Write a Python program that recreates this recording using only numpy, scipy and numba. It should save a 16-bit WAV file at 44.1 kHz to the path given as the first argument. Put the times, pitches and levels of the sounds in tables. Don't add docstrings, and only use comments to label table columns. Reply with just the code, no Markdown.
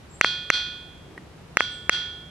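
import sys
import numpy as np
from scipy import signal
from scipy.fft import rfft, irfft
from scipy.io import wavfile
from scipy.ndimage import uniform_filter1d, minimum_filter1d
from numba import njit

SR = 44100
rng = np.random.default_rng(int(sys.argv[2]) if len(sys.argv) > 2 else 0)


def generate_wav(sig):
    pcm = np.round(np.clip(np.atleast_2d(sig).T, -1, 1) * 32767).astype(np.int16)
    wavfile.write(sys.argv[1], SR, pcm)


N = 101429

# start in seconds, strength in dB, contact time in ms, spot (0 or 1).
BLOWS = [(.2121, 1.5, 0.065, 0), (0.2461, -18, .17, 0), (0.5025, 2, 0.076, 0), (1.571, -1, 0.11, 1),
         (1.6067, -21, 0.17, 1), (1.8952, 1.5, .09, 1)]


def undb(db):
    return 10 ** (np.asarray(db) / 20)


def unit_rms(x):
    return x / np.sqrt(np.mean(x ** 2))


def eq_curve(points):
    hz, db = np.array(points).T
    return undb(np.interp(np.log(np.fft.rfftfreq(N, 1 / SR) + 1), np.log(hz), db))


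def noise(colour):
    return unit_rms(irfft(rfft(rng.standard_normal(N)) * eq_curve(colour), N))


def diffuse_noise(colour, width):
    side = irfft(rfft(noise(colour)) * eq_curve(width), N)
    return noise(colour) + np.array([[1], [-1]]) * side


def since(start):
    return np.maximum(np.arange(N) / SR - start, 0)


def fade(age, t60):
    return (age > 0) * np.exp(-np.log(1000) * age / t60)


def wavering_tone(phase, width_hz):
    white = rng.standard_normal(N) + 1j * rng.standard_normal(N)
    lowpass = np.exp(-(np.fft.fftfreq(N, 1 / SR) / width_hz) ** 2)
    drift = np.fft.ifft(np.fft.fft(white) * lowpass)
    drift /= np.sqrt(np.mean(abs(drift) ** 2))
    return (drift * np.exp(1j * phase)).real


def ringing_mode(hz, t60, spot_db, pan_db):
    strikes = np.zeros(N, complex)
    for start, db, _, spot in BLOWS:
        strikes[int(start * SR)] = undb(db + spot_db[spot])
    pole = np.exp((2j * np.pi * hz - np.log(1000) / t60) / SR)
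    ring = signal.lfilter([1], [1, -pole], strikes)
    sides = np.array([[1], [-1]])
    pan = unit_rms(undb(sides * pan_db / 2))
    spread_rad = 0.44 * rng.choice([-1, 1])
    return (pan * np.exp(.5j * sides * spread_rad) * ring).imag


def boulder(level_db=-1.5, crowd_size=40):
    # pitch in Hz, decay (t60) in seconds, relative level in dB when
    # struck at spot 0, the same at spot 1, left minus right in dB.
    modes = [ (1458.3, .8, -26, -28, -3), (1761, 1.0, -40, -40, 6), (2309, 1.5, -54, -48, -12),
             (2476, .9, -31, -53, -4), (2988, .9, -49, -54, 0), (3148, .6, -34, -37, 5),
             (3262.9, .9, -21, -20.5, -6), (3423.5, 1.0, -34, -34, 7), (3477.7, .83, -25.5, -29.5, -6),
             (3564, 1.0, -50, -46, 0), (3993.8, .7, -30, -36, -10), (4214, .45, -25, -34, -2),
             (4355.3, .6, -28.5, -47, 4), (4398.5, .7, -38, -50, 0), (4478.5, .6, -39, -40, 0),
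             (4612.7, .47, -28, -33, 7), (4801, .65, -43, -50, 0), (4873, .69, -38, -43, 9),
             (5055, .5, -38, -47, 1), (5211, .6, -45, -51, 0), (5324, .55, -50, -44, 0),
             (5410, .4, -40, -50, 0), (5716, .5, -35, -39, -5), (5954, .5, -39, -41, -9),
             (6245, .48, -44, -52, 0)]
    # trim in dB at spot 0, then at spot 1.
    crowd_spot_db = [-12, -11.5]
    low_hz, high_hz = 4400, 9700
    crowd_db, db_per_octave = -41.5, -5.5
    out = sum(ringing_mode(hz, t60, (db0, db1), pan) for hz, t60, db0, db1, pan in modes)
    for k, (detune, strength, side) in enumerate(rng.uniform(-1, 1, (crowd_size, 3))):
        hz = low_hz * (high_hz / low_hz) ** ((k + detune / 2) / crowd_size)
        db = crowd_db + db_per_octave * np.log2(hz / low_hz) + 4 * strength
        out += ringing_mode(hz, t60=.4, spot_db=db + np.array(crowd_spot_db), pan_db=8 * side)
    return undb(level_db) * out


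def clacks(peak_db=31):
    # frequency in Hz, relative level in dB.
    colour = [(40, -31.5), (150, -12.5), (550, -3.5), (850, -4), (1300, 5), (2100, 8.5), (2800, 4),
              (3600, -19.5), (6500, -2.5), (15000, -39)]
    # left delay in ms at spot 0, then at spot 1.
    left_delay_ms = [0.033, 0.07]
    hz = np.fft.rfftfreq(N, 1 / SR)
    cepstrum = irfft(np.log(eq_curve(colour)), N)
    cepstrum[1:N // 2] *= 2
    cepstrum[N // 2:] = 0
    spectrum = np.exp(rfft(cepstrum))
    out = np.zeros((2, N))
    for start, db, contact_ms, spot in BLOWS:
        dulling = 1 / (1 + 1j * np.pi * hz * contact_ms / 1000) ** 2
        bass_shelf = eq_curve([(150, 0.07 * db), (760, 0)])
        arrival = start + np.array([[left_delay_ms[spot] / 1000], [0]])
        pulse = irfft(spectrum * dulling * bass_shelf * np.exp(-2j * np.pi * hz * arrival), N)
        out -= undb(peak_db + db) * pulse / abs(pulse).max()
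    return out


def stone_note(start, db, hz=1906):
    age = since(start)
    return undb(db) * fade(age, t60=0.023) * np.sin(2 * np.pi * hz * age)


def light_touch(start=1.178, note_db=-28, click_db=-35.5):
    click = noise([(200, 9), (2500, -1), (4000, -14), (11000, -22), (14000, -40)])
    return stone_note(start, note_db) + undb(click_db) * fade(since(start), t60=0.022) * click


def yard_reverb(level_db=-33):
    # frequency in Hz, relative level in dB.
    colour = [(100, -2), (500, -8.5), (1400, 2), (2400, 4), (4300, 0.5), (6000, -11.5), (9000, -26),
              (12500, -35.5), (15000, -47)]
    # frequency in Hz, side minus mid in dB.
    width = [(300, -13.5), (1500, -6.5), (4500, 4.5)]
    power = sum((undb(db) * fade(since(start), t60=0.63)) ** 2 for start, db, _, _ in BLOWS)
    return undb(level_db) * np.sqrt(power) * diffuse_noise(colour, width)


def bird(echo_db=-4.5):
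    # start in seconds, length in seconds, first and last pitch in Hz, level in dB.
    calls = [(0.096, 0.087, 7600, 7400, -51.5), (0.18, .07, 9100, 6600, -56),
             (1.697, .08, 8100, 8200, -53.5), (0.4, .04, 6750, 6850, -72)]
    # frequency in Hz, relative level in dB.
    echo_colour = [(6000, -55), (7500, -6), (8100, -11), (8700, -8.5), (10000, -62)]
    out = np.zeros(N)
    for start, length, from_hz, to_hz, db in calls:
        progress = np.minimum(since(start) / length, 1)
        phase = 2 * np.pi * np.cumsum(from_hz + (to_hz - from_hz) * progress) / SR
        call = np.sqrt(abs(np.sin(np.pi * progress))) * wavering_tone(phase, width_hz=220)
        echo = undb(echo_db) * fade(since(start + length / 2), t60=0.59) * noise(echo_colour)
        out += undb(db) * (call + echo)
    return out


def distant_rumble(air_db=-46.5, hum_db=-63.5, swell_db=-51.5):
    # frequency in Hz, relative level in dB.
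    air_colour = [(15, -54), (25, -17.5), (75, 1), (106, -5), (167, -1.5), (196, -9.5), (383, -11),
                  (450, -12.5), (488, -14.5), (1420, -22), (3090, -27.5), (3350, -29.5), (3630, -29),
                  (12400, -44), (15000, -73)]
    # frequency in Hz, side minus mid in dB.
    air_width = [(100, -14.5), (400, -5.5), (1200, -3), (4000, -0.5)]
    # frequency in Hz, relative level in dB.
    swell_colour = [(90, -28), (170, -5), (350, 5), (700, -12), (2000, -49)]
    hum_hz, swell_peak_s, swell_half_s = 168.4, 1.157, 0.11
    t = since(0)
    hum = wavering_tone(2 * np.pi * hum_hz * t, width_hz=2.7)
    swell = np.exp(-((t - swell_peak_s) / swell_half_s) ** 2) * noise(swell_colour)
    air = diffuse_noise(air_colour, air_width)
    return undb(air_db) * air + undb(hum_db) * hum + undb(swell_db) * swell


def scene():
    stone = sum(stone_note(start, db) for start, db, _, _ in BLOWS)
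    return distant_rumble() + clacks() + stone + boulder() + yard_reverb() + light_touch() + bird()


@njit
def peak_envelope(peaks, decay):
    out, held = np.empty(len(peaks)), 0.
    for i in range(len(peaks)):
        held = max(peaks[i], held * decay)
        out[i] = held
    return out


def limiter(x, threshold_db=-2, ratio=4.24, release_s=0.0088, lookahead_s=0.00033):
    window = int(lookahead_s * SR) + 1
    peaks = -minimum_filter1d(-abs(x).max(axis=0), 2 * window)
    envelope = peak_envelope(peaks, np.exp(-1 / (release_s * SR)))
    overshoot = np.maximum(envelope / undb(threshold_db), 1)
    return x * uniform_filter1d(overshoot ** (1 / ratio - 1), window)


def record(dry, knee=8, top_hz=16400):
    # frequency in Hz, gain in dB.
    treble_cut = [(12000, -0.5), (13300, 0.5), (14000, -19), (16000, -15)]
    limited = limiter(dry)
    clipped = limited / (1 + abs(limited) ** knee) ** (1 / knee)
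    coloured = irfft(rfft(clipped) * eq_curve(treble_cut), N)
    lowpass = signal.ellip(8, .1, 70, top_hz, fs=SR, output="sos")
    return signal.sosfilt(lowpass, coloured)


dry = scene()
out = record(dry)
generate_wav(out)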